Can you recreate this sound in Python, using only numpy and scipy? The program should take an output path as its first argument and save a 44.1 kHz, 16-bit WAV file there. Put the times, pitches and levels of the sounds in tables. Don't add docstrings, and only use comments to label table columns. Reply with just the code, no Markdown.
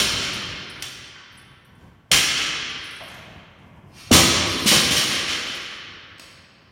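import sys
import numpy as np
from scipy import signal
from scipy.io import wavfile
from scipy.ndimage import uniform_filter1d

SR = 44100
rng = np.random.default_rng(int(sys.argv[2]) if len(sys.argv) > 2 else 0)


def persist_wave(psi):
    counts = np.round(np.clip(psi, -1, 1) * 32767).astype(np.int16)
    wavfile.write(sys.argv[1], SR, np.atleast_2d(counts).T)


def amplitude_ratio(level_db):
    exponent = np.asarray(level_db, float) / 20
    return 10 ** exponent


N = 295911
LEAD = 1 / 4

# frequency in Hz, level in dB per Hz.
STEEL_COLOUR = [(290, -28), (500, -13.5), (950, -10.5), (1100, -0.5), (1630, -1), (3010, 1), (4810, -5),
                (5560, -3), (11400, -30.5), (14600, -45), (16400, -44)]
# frequency in Hz, level in dB.
FIZZ_COLOUR = [(4000, -43), (5600, -6.5), (7000, -15), (9000, 1), (11000, -8), (14000, -13.5), (17000, -17)]


def evened(x):
    return x / np.sqrt(np.mean(x ** 2) + 1e-20)


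def read(points, hz):
    f, value = np.transpose(points)
    return np.interp(np.log(hz + 1), np.log(f + 1), value)


def track():
    return np.zeros(N + round(LEAD * SR))


def add(mix, s, sound):
    part = mix[round((s + LEAD) * SR):][:len(sound)]
    part += sound[:len(part)]


def colour(x, spectrum):
    hz = abs(np.fft.fftfreq(8192, 1 / SR))
    log_gain = np.log(amplitude_ratio(np.maximum(read(spectrum, hz), -100)))
    taps = np.fft.ifft(np.exp(np.conj(signal.hilbert(log_gain)))).real[:4096]
    return signal.oaconvolve(x, taps / np.linalg.norm(taps))[:len(x)]


def ring(x, modes, widen=1):
    t = np.arange(SR // 4) / SR
    taps = np.zeros(len(t))
    for hz, width, db in modes:
        taps += amplitude_ratio(db) * width * np.exp(-np.pi * width * widen * t) * np.sin(2 * np.pi * hz * t)
    return signal.oaconvolve(x, taps / np.linalg.norm(taps))[:len(x)]


def crowd(size, modes):
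    return evened(ring(ring(rng.standard_normal(size), modes), modes))


def thuds():
    # start in seconds, push level in dB, push pitch in Hz,
    # push t60 in seconds, boom level in dB.
    plate_hits = [
        (-.05, -12, 200, .024, -22.5),
        (2.116, -24, 243, .044, -26.5),
        (2.114, -37, 90, .26, -44.5),
        (4.1138, -3.5, 235, 0.074, -15),
        (4.116, -13, 101, .17, -47),
        (4.137, -17, 192, 0.025, -13),
        (4.659, -11.5, 205, 0.076, -29.5),
        (4.712, -35, 194, .066, -17.5),
        (4.91, -23, 184.7, 0.11, -28.5),
    ]
    # frequency in Hz, level in dB per Hz.
    boom_colour = [(15, -48), (25, -20), (59, -2.5), (169, 1.5), (199, -0.5), (241, 0), (419, -7),
                   (454, -13.5), (525, -5.5), (854, -13.5), (1200, -8.5), (1560, -20), (2640, -120)]
    # frequency in Hz, level in dB.
    slap_colour = [(250, -33), (450, -1), (1000, -22), (2000, -10.5), (4000, -17.5), (9000, -18),
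                   (17000, -54)]
    slap_db = -4.5
    push, boom, slap, t = track(), track(), track(), np.arange(SR // 2) / SR
    for s, db, hz, t60, boom_db in plate_hits:
        boom_noise, slap_noise = rng.standard_normal((len(t), 2)).T
        cycles = hz * (t + 0.0012 * (1 - np.exp(-t / 0.0021)))
        add(push, s, -amplitude_ratio(db - 60 * t / t60) * np.sin(2 * np.pi * cycles))
        add(boom, s, amplitude_ratio(boom_db + 1 - 60 * t / 0.36) * (1 - np.exp(-t / 0.0041)) * boom_noise)
        add(slap, s, amplitude_ratio(boom_db + slap_db - 60 * t / 0.18) * slap_noise)
    return push, colour(boom, boom_colour) + colour(slap, slap_colour)


def foreruns():
    # start in seconds, level in dB, length in seconds, start pitch in Hz, end pitch in Hz.
    chirps = [
        (2.109, -24, .007, 700, 450),
        (4.108, -11, .0058, 750, 520),
    ]
    out = track()
    for s, db, length, start_hz, end_hz in chirps:
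        u = np.arange(round(length * SR)) / (length * SR)
        cycles = np.cumsum(start_hz + (end_hz - start_hz) * u) / SR
        add(out, s, amplitude_ratio(db) * u ** 0.78 * np.sin(2 * np.pi * cycles))
    return out


def clatter():
    # start in seconds, level in dB, hardness 0-1.
    cracks = [
        (0.8227, -24.5, 0.8),
        (2.115, -5, 0.68),
        (4.1138, -11.5, .5),
    ]
    # start in seconds, level in dB,
    # build-up in seconds, hardness 0-1.
    hammerings = [
        (-.05, -10, .002, 0.58),
        (.83, -35.5, 0.0018, 0),
        (2.122, -9, .0027, 0.59),
        (4.124, -2, 0.0054, 0.78),
        (4.659, -3.5, 0.019, 0.79),
        (4.712, -9, 0.015, 0.49),
        (4.906, -15, 0.0043, 0.69),
        (4.957, -12, 0.013, 0.7),
    ]
    # start in seconds, level in dB.
    settles = [
        (.201, -22.5),
        (2.36, -20.5),
        (5.091, -19.5),
        (5.27, -19),
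        (5.45, -30),
        (5.68, -45),
    ]
    # frequency in Hz, width in Hz, level in dB.
    bar_modes = [(1250, 390, -2), (2180, 180, -3), (3160, 115, 7.5), (4370, 300, -2), (5490, 210, 0),
                 (6030, 160, -5), (6570, 83, 0.5), (7085, 63, 2.5), (7500, 50, -4), (8070, 65, 1),
                 (8580, 36, 3), (9120, 150, -3.5), (9590, 110, -1.5), (10500, 28, -14.5), (10800, 100, -32),
                 (11320, 68, -44), (12050, 84, -8.5), (12600, 220, -39), (13700, 67, -12), (13300, 91, -15),
                 (14000, 84, -14), (15000, 44, -23.5), (15600, 99, -50)]
    # frequency in Hz, width in Hz, level in dB.
    shaft_modes = [(3035, 45, -3), (3130, 16, -0.5), (3170, 25, 1), (3476, 49, 1.5), (3905, 57, -6),
                   (4180, 35, -7)]
    # start s, level dB, build-up s, t60 s, hardness, share sent to the ringing modes dB
    blows = [(s, db, .0003, 0.067, hard, -0.5) for s, db, hard in cracks]
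    blows += [(s, db, rise, 0.35, hard, -1) for s, db, rise, hard in hammerings]
    blows += [(s, db, .03, 0.44, .08, -5.5) for s, db in settles]
    crack, rung, t = track(), track(), np.arange(SR // 2) / SR
    for s, db, rise, t60, hardness, ring_db in blows:
        chance, size, sign = rng.random((len(t), 3)).T
        struck = chance < 9000 / SR
        knocks = evened(struck * amplitude_ratio(-3 * np.log(size + 0.0017)) * (sign - .5))
        knocks = knocks * amplitude_ratio(db - 60 * t / t60) * (1 - np.exp(-t / rise))
        knocks = signal.lfilter([1, -hardness], [1], knocks)
        add(crack, s, knocks)
        add(rung, s, amplitude_ratio(ring_db) * knocks)
    return colour(crack, STEEL_COLOUR) + amplitude_ratio(-6.5) * ring(rung, bar_modes) + amplitude_ratio(-11.5) * ring(rung, shaft_modes)


def spin():
    # frequency in Hz, width in Hz, level in dB.
    bearing_modes = [(2430, 70, -1), (2730, 60, -1), (3170, 130, -2), (4280, 60, 1), (4730, 80, -1),
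                     (5140, 80, -1), (5600, 70, 0), (6050, 80, -5), (6550, 100, -7), (6940, 120, -11),
                     (8210, 100, -7), (10100, 350, -14), (10800, 120, -15), (13000, 250, -15),
                     (15100, 250, -21)]
    from_s, top_s, end_s = 3.89, 3.984, 4.104
    top_db, up_db_per_s, sag_db_per_s = -43.5, 291.5, 80
    t = np.arange(from_s, end_s, 1 / SR)
    level_db = top_db + np.minimum(up_db_per_s * (t - top_s), sag_db_per_s * (top_s - t))
    modes = [(hz, width, db / 2) for hz, width, db in bearing_modes]
    hiss = crowd(len(t), modes)
    hiss += amplitude_ratio(1.0) * colour(rng.standard_normal(len(t)), STEEL_COLOUR)
    hiss += amplitude_ratio(-8.5) * colour(rng.standard_normal(len(t)), FIZZ_COLOUR)
    out = track()
    add(out, from_s, amplitude_ratio(level_db - 4.5) * hiss)
    return out


def clinks():
    # start in seconds, level in dB, share of the wide rings in dB, share of the end ring in dB.
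    taps = [(.331, -41.5, 1.5, -10.5), (.695, -57, 9, -16), (.8, -57, 4, -6.5), (.899, -60.5, 2.5, 3),
            (1.32, -63, -4, 0), (1.372, -65.5, 14.5, -8), (1.646, -60, -4.5, -6), (1.75, -66, -2, -18),
            (2.692, -57, 2.5, -10.5), (2.84, -53, 7, -16), (2.905, -49, -2, -11), (2.96, -54.5, 3, -13),
            (3.032, -53, -2.5, 1.5), (3.08, -56, 3, -9), (3.14, -57, -8, -1.5), (3.585, -77, 7, -12.5),
            (5.545, -53, 6, .3), (6.3, -60.5, -5, -19)]
    # frequency in Hz, width in Hz, t60 in seconds,
    # level in dB, 1 for the end ring.
    sleeve_bands = [(8190, 120, .12, -7, 0), (9950, 200, .17, 0, 0), (13000, 120, .2, 0, 1),
                    (14100, 132, .12, -12, 0)]
    out, ticks, t = track(), track(), np.arange(SR // 2) / SR
    bands = [crowd(len(out), [(hz, width, 0)]) for hz, width, *rest in sleeve_bands]
    for s, db, *shares_db in taps:
        start = amplitude_ratio(db) * (1 - np.exp(-t / .003))
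        add(ticks, s, start * amplitude_ratio(-1 - 60 * t / .08) * rng.standard_normal(len(t)))
        for band, (hz, width, t60, ring_db, end) in zip(bands, sleeve_bands):
            decay = amplitude_ratio(ring_db + shares_db[round(end)] - 60 * t / t60)
            add(out, s, start * decay * band[round(s * SR):][:len(t)])
    return out + colour(ticks, FIZZ_COLOUR)


def jangle():
    # start of the hold in seconds, level in dB, hold in seconds.
    bouts = [
        (0.356, -51, 0.023),
        (.84, -57.5, .02),
        (1.39, -62.5, .01),
        (2.829, -56.5, .27),
        (4.497, -37.5, 0.61),
        (5.349, -57, 0.26),
    ]
    # frequency in Hz, width in Hz, level in dB.
    loose_modes = [(8240, 110, -5), (9890, 230, 1), (10900, 110, -13), (13000, 120, -7),
                   (14100, 120, -18.5)]
    up_db_per_s, down_db_per_s = 249.5, 77.5
    sound = amplitude_ratio(-9) * colour(rng.standard_normal(N), FIZZ_COLOUR)
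    for hz, width, db in loose_modes:
        fits = evened(uniform_filter1d(rng.standard_normal(N), size=2500))
        sound += amplitude_ratio(db - 8.0 + 3.2 * fits) * crowd(N, [(hz, width, 0)])
    t = np.arange(N) / SR
    level = np.zeros(N)
    for s, db, hold in bouts:
        rise_db = up_db_per_s * np.maximum(s - t, 0)
        fall_db = down_db_per_s * np.maximum(t - s - hold, 0)
        level += amplitude_ratio(db - rise_db - fall_db)
    out = track()
    add(out, 0, level * sound)
    return out


def collar():
    # start in seconds, level in dB.
    collar_taps = [
        (6.182, -52),
        (6.196, -38),
    ]
    # frequency in Hz, width in Hz, level in dB.
    collar_modes = [(3040, 520, -4), (4530, 500, 2), (5170, 500, 1), (6524, 360, -4), (7930, 180, 2),
                    (9260, 350, -9), (10700, 220, -28), (14500, 400, -20)]
    knocks, t = track(), np.arange(SR // 2) / SR
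    for s, db in collar_taps:
        knock = amplitude_ratio(db + 4.0 - 60 * t / 0.02)
        shiver = amplitude_ratio(db - 10.5 - 60 * t / 0.48)
        add(knocks, s, (knock + shiver) * rng.standard_normal(len(t)))
    return ring(knocks, collar_modes, widen=1.2) + amplitude_ratio(-24) * colour(knocks, STEEL_COLOUR)


def steps():
    # start in seconds, level in dB, centre in Hz, width in octaves.
    stomps = [
        (1.151, -39.5, 1380, 0.84),
        (3, -34.5, 700, 1.1),
        (3.27, -49.5, 600, .6),
        (3.48, -55, 597, .55),
        (3.78, -54, 350, .6),
        (1.64, -64.5, 5740, .1),
        (3.585, -69, 6500, .55),
    ]
    # start in seconds, level in
    # dB, centre in Hz, width in octaves.
    scuffs = [
        (-.04, -40.5, 302, 0.59),
        (2.118, -42, 320, 0.47),
        (4.7, -33.5, 446, .7),
        (1.62, -62.5, 349, .8),
        (1.77, -57, 1213, 2.8),
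        (3.07, -50.5, 5940, .45),
        (6.12, -54.5, 519, .12),
        (6.56, -63.5, 600, 1.14),
    ]
    out, t, hz = track(), np.arange(SR // 2) / SR, np.geomspace(40, 17000, num=40)
    for rows, rise, t60 in [(stomps, .006, .15), (scuffs, .03, 0.43)]:
        for s, db, centre_hz, octaves in rows:
            band = np.transpose([hz, -12 * (np.log2(hz / centre_hz) / octaves) ** 2])
            puff = amplitude_ratio(db - 60 * t / t60) * (1 - np.exp(-t / rise)) * rng.standard_normal(len(t))
            add(out, s, colour(puff, band))
    return out


def hall_tails(gap=0.017, early_db=3, early_t60=0.19, bend=1.21):
    # frequency in Hz, t60 in seconds.
    hall_t60 = [(40, 2.9), (125, 1.13), (350, 2.93), (700, 1.9), (1500, 2.69), (3000, 2.09), (4200, 1.85),
                (5500, 1.445), (8000, 0.93), (12000, 0.5), (16000, 0.65)]
    hz, t, z = signal.stft(rng.standard_normal((3, 3 * SR)), SR, nperseg=512)
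    late = amplitude_ratio(-60 * (t / read(hall_t60, hz)[:, None]) ** bend)
    early = amplitude_ratio(early_db - 60 * t / early_t60)
    tails = signal.istft(z * late * (1 + early), SR, nperseg=512)[1]
    tails = tails * np.clip(np.arange(tails.shape[1]) / SR / gap - .3, 0, 1)
    return tails / np.linalg.norm(tails[0])


def hall(x, turns=1.2946):
    turn = turns * np.arange(len(x)) / SR + np.arange(3)[:, None] / 3
    share = np.sqrt(2 / 3) * np.cos(np.pi * turn)
    return signal.fftconvolve(share * x, hall_tails(), axes=1)[:, :len(x)].sum(axis=0)


def hum():
    # frequency in Hz, level in dB per Hz.
    fan_colour = [(15, -51.5), (25, -5), (102, 8.5), (181, 5), (456, -11), (1150, -9), (1390, -38.5),
                  (1590, -23.5), (2730, -59), (3130, -67), (4830, -31), (15100, -43), (16400, -57.5)]
    # peak in seconds, level in dB, half length in seconds.
    passes = [
        (.25, -42, 0.5),
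        (1.792, -52.5, 0.15),
        (3.198, -52, 0.3),
        (4, -50, 0.39),
    ]
    t = np.arange(N) / SR
    lumps = np.zeros(N)
    for f in np.geomspace(1.5, 25, 24):
        lumps += np.sin(2 * np.pi * (f * t + rng.random())) / np.sqrt(f)
    level = amplitude_ratio(-54.5) + sum(amplitude_ratio(db - 9.8 * ((t - s) / half) ** 2) for s, db, half in passes)
    return level * amplitude_ratio(2.0 * evened(lumps)) * colour(rng.standard_normal(N), fan_colour)


def scene():
    push, boom = thuds()
    sources = np.array([clatter(), clinks() + jangle(), spin(), collar(), push, boom, steps()])
    wet_db = [-1.5, -6.0, 2.5, 1.5, -13, -3.0, 2.0]
    mix = sources.sum(axis=0) + hall(amplitude_ratio(wet_db) @ sources) + foreruns()
    return (mix[-N:] + hum())[None]


def hush(x, slope=0.17, most_db=6):
    # frequency in Hz, level in dB.
    threshold = [(200, -110), (1000, -85), (2500, -86), (4500, -74), (7000, -74), (16000, -110)]
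    hz, t, z = signal.stft(x, SR, nperseg=1024)
    power = uniform_filter1d(uniform_filter1d(abs(z) ** 2, size=25, axis=1), size=5, axis=2)
    under_db = read(threshold, hz)[:, None] - 10 * np.log10(abs(power) + 1e-20)
    return signal.istft(z * amplitude_ratio(-np.clip(slope * under_db, 0, most_db)), SR, nperseg=1024)[1][:, :N]


def roll_off(x):
    return signal.sosfilt(signal.butter(12, 16530, fs=SR, output="sos"), x)


def record(dry):
    low_cut_hz, ceiling, treble_edge_hz = 45, .69, 15950
    low_cut = signal.butter(3, low_cut_hz, "high", fs=SR, output="sos")
    thin = signal.sosfilt(low_cut, hush(dry))
    thin += amplitude_ratio(-82.0) * rng.standard_normal(thin.shape)
    squeezed = thin / (1 + abs(thin / ceiling) ** 4) ** (1 / 4)
    treble_cut = signal.firwin(511, treble_edge_hz, window=("kaiser", 9), fs=SR)
    edged = signal.oaconvolve(squeezed, treble_cut[None], "same")
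    return roll_off(edged)


dry = scene()
out = record(dry)
persist_wave(out)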